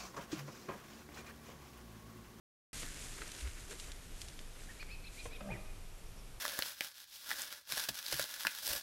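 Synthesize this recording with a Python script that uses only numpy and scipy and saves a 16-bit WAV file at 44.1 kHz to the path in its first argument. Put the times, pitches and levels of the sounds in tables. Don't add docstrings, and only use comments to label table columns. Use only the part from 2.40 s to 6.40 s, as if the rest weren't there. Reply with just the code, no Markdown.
import sys
import numpy as np
from scipy import signal
from scipy.fft import rfft, irfft, next_fast_len
from scipy.io import wavfile
from scipy.ndimage import map_coordinates

SR = 44100
rng = np.random.default_rng(int(sys.argv[2]) if len(sys.argv) > 2 else 0)


def store_wav(level_fs):
    pcm = np.round(np.clip(np.atleast_2d(level_fs), -1, 1) * 32767)
    wavfile.write(sys.argv[1], SR, pcm.T.astype(np.int16))


N = 176400

# frequency in Hz, relative level in dB.
AIR_SPECTRUM = [(12, -22), (20, 3.5), (40, -6), (46, -6.5), (59, -16.5), (91, -16), (172, -22),
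                (300, -29.5), (390, -50), (660, -120)]
HISS_SPECTRUM = [(150, -41), (250, -4), (409, -1.5), (518, -4.5), (703, -5.5), (806, -7.5), (1390, -9),
                 (1910, -12), (2470, -9.5), (4540, -14), (5480, -13), (6380, -15), (10800, -15),
                 (13200, -18.5), (14400, -41)]
BRUSH_SPECTRUM = [(100, 3.5), (300, 0), (800, -10), (1600, -0.5), (3000, -3.5), (5200, -5.5), (7000, -2.5),
                  (10000, -6.5), (14000, -21)]
GRASS_SPECTRUM = [(300, -5), (1200, -13), (2500, -2), (4200, -3), (5300, -4), (7000, 0.5), (9500, -3),
                  (12000, -10.5), (14500, -23)]
STALK_SPECTRUM = [(60, -7), (150, 0), (400, 3), (900, -7.5), (1600, 1.5), (2800, -4), (5000, -22),
                  (12000, -47)]
# time in seconds, level in dB.
BRUSH_LEVELS = [(.33, -49), (.5, -51), (.8, -54), (1.05, -53), (1.13, -57), (1.42, -57), (1.6, -59.5),
                (1.9, -59.5), (2.1, -63.5), (2.35, -59.5), (2.6, -70.5), (3.2, -66.5), (4, -82)]
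# peak time in seconds, half width in seconds, relative level in dB.
GRASS_SWISHES = [(.385, 0.045, -47.5), (.625, 0.047, -53), (.79, 0.12, -56), (1.0, 0.047, -54.5),
                 (1.2, 0.031, -58.5), (1.318, 0.018, -50.5), (1.43, 0.052, -54.5), (1.81, 0.047, -58),
                 (2.23, .05, -61.5), (2.77, 0.048, -58), (2.852, 0.023, -54.5)]
STALK_CRUNCHES = [(.435, 0.017, -55), (.588, 0.0074, -53), (.783, 0.0099, -51.5), (.828, 0.015, -48.5),
                  (.87, .008, -55), (1.06, 0.024, -53), (1.18, .02, -56.5), (1.322, 0.01, -51),
                  (1.49, .025, -57.5), (2.2, .06, -60)]
# start in seconds, relative level in dB, pitch in Hz.
TWIG_SNAPS = [(.431, -31.5, 3000), (0.8187, -28, 1700), (.878, -32, 6300), (.918, -28.5, 5500),
              (0.9493, -34, 3500), (1.009, -33, 3600), (1.075, -34.5, 2300), (1.399, -28.5, 4200),
              (1.5186, -31.5, 4200), (1.8105, -34, 7500), (1.8167, -26, 4500), (1.8848, -30, 4830),
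              (1.9914, -34, 2970), (2.428, -33.5, 1740)]
# frequency in Hz, seconds to fade by 60 dB.
FOREST_DECAY = [(100, 0.34), (600, 0.72), (2500, 1), (6000, .6), (14000, 0.19)]
# peak time in seconds, half width in seconds, level in dB, pitch in Hz.
HOOF_THUDS = [(0.823, .016, -57, 380), (1.058, 0.022, -38, 57), (1.32, .02, -53, 400),
              (1.507, .018, -50, 60.3), (1.856, .025, -51, 60.1), (2.87, .009, -48.5, 90)]
# midpoint in seconds, length in seconds, middle pitch in Hz,
# level in dB, upward lean as a share of the pitch.
BIRD_CHIRPS = [(2.303, .036, 1880, -51, 0.0011), (2.415, 0.04, 2480, -47.5, -0.051),
               (2.414, .038, 4500, -55.5, 0), (2.523, .08, 2600, -50.5, .07), (2.529, .05, 4450, -56.5, 0),
               (2.665, 0.054, 2620, -53.5, 0.042), (2.647, 0.022, 4380, -58, 0.0025),
               (2.675, .024, 4100, -53, -0.023), (2.797, .074, 2460, -51.5, .09),
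               (2.799, .032, 4130, -52, -0.002), (2.942, 0.072, 2540, -54, .02),
               (2.93, .034, 4000, -58.5, 0.0025), (2.959, .026, 3680, -57.5, 0),
               (3.127, .046, 2500, -45.5, -.04), (3.102, .034, 2080, -55, 0.138),
               (3.154, .034, 2020, -52, -.02)]
FAR_PEEPS = [(3.588, .035, 7800, -66.5, 0), (3.668, .03, 5800, -68, 0), (3.79, .055, 5600, -64, -0.029)]
# time in seconds, octave overtone in dB.
OVERTONE_LEVELS = [(2.95, -15), (3.08, -32)]
# start in seconds, relative level in dB, mouth resonance in Hz.
MOUTH_CLUCKS = [(2.855, -36.5, 501), (3.006, -40.5, 611)]
# multiple of its resonance, gain in dB, seconds to fade by 60 dB.
MOUTH_MODES = [(.55, -10.5, 0.04), (.96, 0, 0.055), (1.2, -3.5, 0.053), (1.55, -16, .03), (2.08, -4, 0.042),
               (4.15, -8, .03), (5.05, -21, .03)]
# time in seconds, relative level in dB, chest resonance in Hz,
# mouth resonance in Hz, mouth gain in dB.
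GRUNT_SHAPE = [(3.01, -55, 199.7, 616, -1), (3.04, -56, 200, 620, -10), (3.065, -51.5, 201, 635, -8),
               (3.085, -48.5, 202, 702, -6.5), (3.103, -44.5, 191, 826, -1.5), (3.12, -46, 134.5, 920, -10),
               (3.145, -50.5, 115.5, 945, -15), (3.185, -64, 105, 945, -10)]
# time in seconds, pulses a second.
THROAT_PULSE_RATES = [(3.095, 67), (3.12, 58.5)]
# centre in Hz, width in Hz, gain in dB.
THROAT_FORMANTS = [(616, 51, -7), (1228, 110, -14), (1553, 100, -18.5)]


def amp(db):
    return 10 ** (np.asarray(db) / 20)


def unit(x):
    return x / np.sqrt(np.mean(x ** 2) + 1e-20)


def clock():
    return np.arange(N) / SR


def phase(hz):
    return 2 * np.pi * np.cumsum(hz) / SR


def along(points, hz):
    knots_hz, values = np.transpose(points)
    return np.interp(np.log(hz + 1), np.log(knots_hz + 1), values)


def wobble(rate):
    return map_coordinates(rng.standard_normal(8192), [clock() * rate], mode="wrap")


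def butter(x, hz, kind="low"):
    return signal.lfilter(*signal.butter(2, hz, kind, fs=SR), x)


def filtered(x, response):
    size = next_fast_len(N + SR // 2)
    return irfft(rfft(x, size) * response(np.fft.rfftfreq(size, 1 / SR)), size)[:N]


def coloured(x, spectrum):
    return unit(filtered(x, lambda hz: amp(along(spectrum, hz))))


def resonance(x, hz, width_hz):
    turn = np.exp(1j * phase(hz * np.ones(N)))
    return unit((turn * butter(x / turn, width_hz / 2)).real)


def air_bed():
    rumble = amp(-49.5 + 1.35 * wobble(8)) * coloured(rng.standard_normal(N), AIR_SPECTRUM)
    return rumble + amp(-59.5) * coloured(rng.standard_normal(N), HISS_SPECTRUM)


def crackle(spectrum, rate, spread_db, rub, contact_s=.0005):
    sizes = amp(spread_db * np.minimum(rng.exponential(size=N), 4))
    power = sizes ** 2 * (rng.random(N) < rate / SR)
    envelope = np.sqrt(signal.lfilter([1], [1, -np.exp(-1 / (contact_s * SR))], power))
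    scrapes = unit(envelope * rng.standard_normal(N))
    return coloured(scrapes + rub * rng.standard_normal(N), spectrum)


def swells(rows):
    bells = (amp(db) * np.exp(-.5 * ((clock() - peak) / half) ** 2) for peak, half, db in rows)
    return np.sqrt(sum(bell ** 2 for bell in bells))


def rustle():
    brush = amp(np.interp(clock(), *np.transpose(BRUSH_LEVELS)) + .66 * wobble(35))
    brush *= crackle(BRUSH_SPECTRUM, rate=900, spread_db=3.2, rub=1.03)
    grass = swells(GRASS_SWISHES) * amp(.65 * wobble(45))
    grass *= crackle(GRASS_SPECTRUM, rate=1800, spread_db=2.5, rub=1.05)
    stalks = amp(-1) * swells(STALK_CRUNCHES) * crackle(STALK_SPECTRUM, rate=500, spread_db=3, rub=.5)
    return brush + grass + stalks


def twigs(ring_cycles=5, splinter_s=.025):
    out, t = np.zeros(N + SR), np.arange(SR // 10) / SR
    for start, db, hz in TWIG_SNAPS:
        ring = np.sin(2 * np.pi * hz * t) * amp(-60 * t * hz / ring_cycles)
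        crack = butter(ring, hz * .54, "high")
        splinters = unit(butter(rng.standard_normal(len(t)), [hz * .51, hz * 2.05], "band"))
        splinters *= amp(-13.5 - 60 * t / splinter_s)
        out[round(start * SR):][:len(t)] += amp(db) * (1.21 * crack + splinters)
    return butter(out[:N], 10000)


def forest_echo(x, build_s=.027):
    hz, t, noise = signal.stft(rng.standard_normal(SR), SR, nperseg=256)
    decay = amp(-60 * t / along(FOREST_DECAY, hz)[:, None])
    tail = signal.istft(noise * decay * (1 - np.exp(-t / build_s)), SR, nperseg=256)[1]
    return signal.fftconvolve(x, tail / np.linalg.norm(tail))[:N]


def hooves(pitch_scatter=.18):
    out = np.zeros(N)
    for peak, half, db, hz in HOOF_THUDS:
        boom = np.sqrt(2) * np.sin(phase(hz * (1 + pitch_scatter * wobble(hz))))
        out += swells([(peak, half, db)]) * boom
    return out


def birdsong(notes, jitter=.018, rasp_depth=.33, rasp_hz=600):
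    out = np.zeros(N + SR)
    for middle, length, hz, db, lean in notes:
        u = np.linspace(-1, 1, int(length * SR))
        waver, flutter = [map_coordinates(knots, [(u + 1) * length * 250], mode="wrap")
                          for knots in rng.standard_normal((2, 64))]
        low_voice = 2000 < hz < 3200
        droop = .16 if low_voice else .2
        tone = np.exp(1j * phase(hz * (1 + lean * u - droop * u ** 2 + jitter * waver)))
        octave = low_voice * amp(np.interp(middle, *np.transpose(OVERTONE_LEVELS))) * tone ** 2
        noise = unit(butter(rng.standard_normal((2, SR // 2)), rasp_hz))[:, :len(u)]
        rasp = 1 + rasp_depth * (noise[0] + 1j * noise[1]) / np.sqrt(2)
        envelope = amp(db + 1.7 * flutter) * np.abs(1 - u ** 2) ** .68
        out[round((middle - length / 2) * SR):][:len(u)] += envelope * ((tone + octave) * rasp).imag
    return out[:N]


def clucks(attack_s=.0021, smack_s=.045):
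    out, t = np.zeros(N + SR), np.arange(SR // 5) / SR
    for start, db, hz in MOUTH_CLUCKS:
        ring = sum(amp(mode_db - 60 * t / t60) * np.sin(2 * np.pi * (ratio * hz * t + rng.random()))
                   for ratio, mode_db, t60 in MOUTH_MODES)
        smack = unit(butter(rng.standard_normal(len(t)), [150, 2500], "band"))
        smack *= amp(-5 - 60 * t / smack_s)
        out[round(start * SR):][:len(t)] += amp(db) * (ring + smack) * (1 - np.exp(-t / attack_s))
    return out[:N]


def grunt(roughness=.35):
    t = clock()
    times, *columns = np.transpose(GRUNT_SHAPE)
    level_db, chest_hz, mouth_hz, mouth_db = [np.interp(t, times, column) for column in columns]
    pulse_hz = np.interp(t, *np.transpose(THROAT_PULSE_RATES)) * (1 + .03 * wobble(60))
    cycles = np.cumsum(pulse_hz) / SR
    pulses = unit(np.diff(np.floor(cycles), prepend=0))
    puffs = unit(rng.standard_normal(N) * np.exp(-3 * (cycles % 1)))
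    source = pulses + roughness * puffs
    voice = amp(-3) * np.sqrt(2) * np.sin(phase(chest_hz))
    voice += resonance(source, chest_hz, width_hz=75)
    voice += amp(mouth_db) * resonance(source, mouth_hz, width_hz=80)
    voice += amp(-5) * resonance(source, 3 * chest_hz, width_hz=80)
    voice += sum(amp(db) * resonance(source, hz, width) for hz, width, db in THROAT_FORMANTS)
    return voice * amp(level_db - 1.5) * (t > times[0]) * (t < times[-1])


def scene():
    snaps = twigs()
    birds = birdsong(BIRD_CHIRPS) + birdsong(FAR_PEEPS)
    moose = clucks() + grunt()
    echo = amp(-14) * forest_echo(snaps) + amp(-13) * forest_echo(birds) + amp(-9.5) * forest_echo(moose)
    return (rustle() + hooves() + snaps + birds + moose + echo + air_bed())[None]


def record(dry):
    start_s, top_hz = .331, 14300
    gated = dry[0] * (clock() > start_s)
    return filtered(gated, lambda hz: 1 / np.sqrt(1 + (hz / top_hz) ** 160))[None]


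dry = scene()
out = record(dry)
store_wav(out)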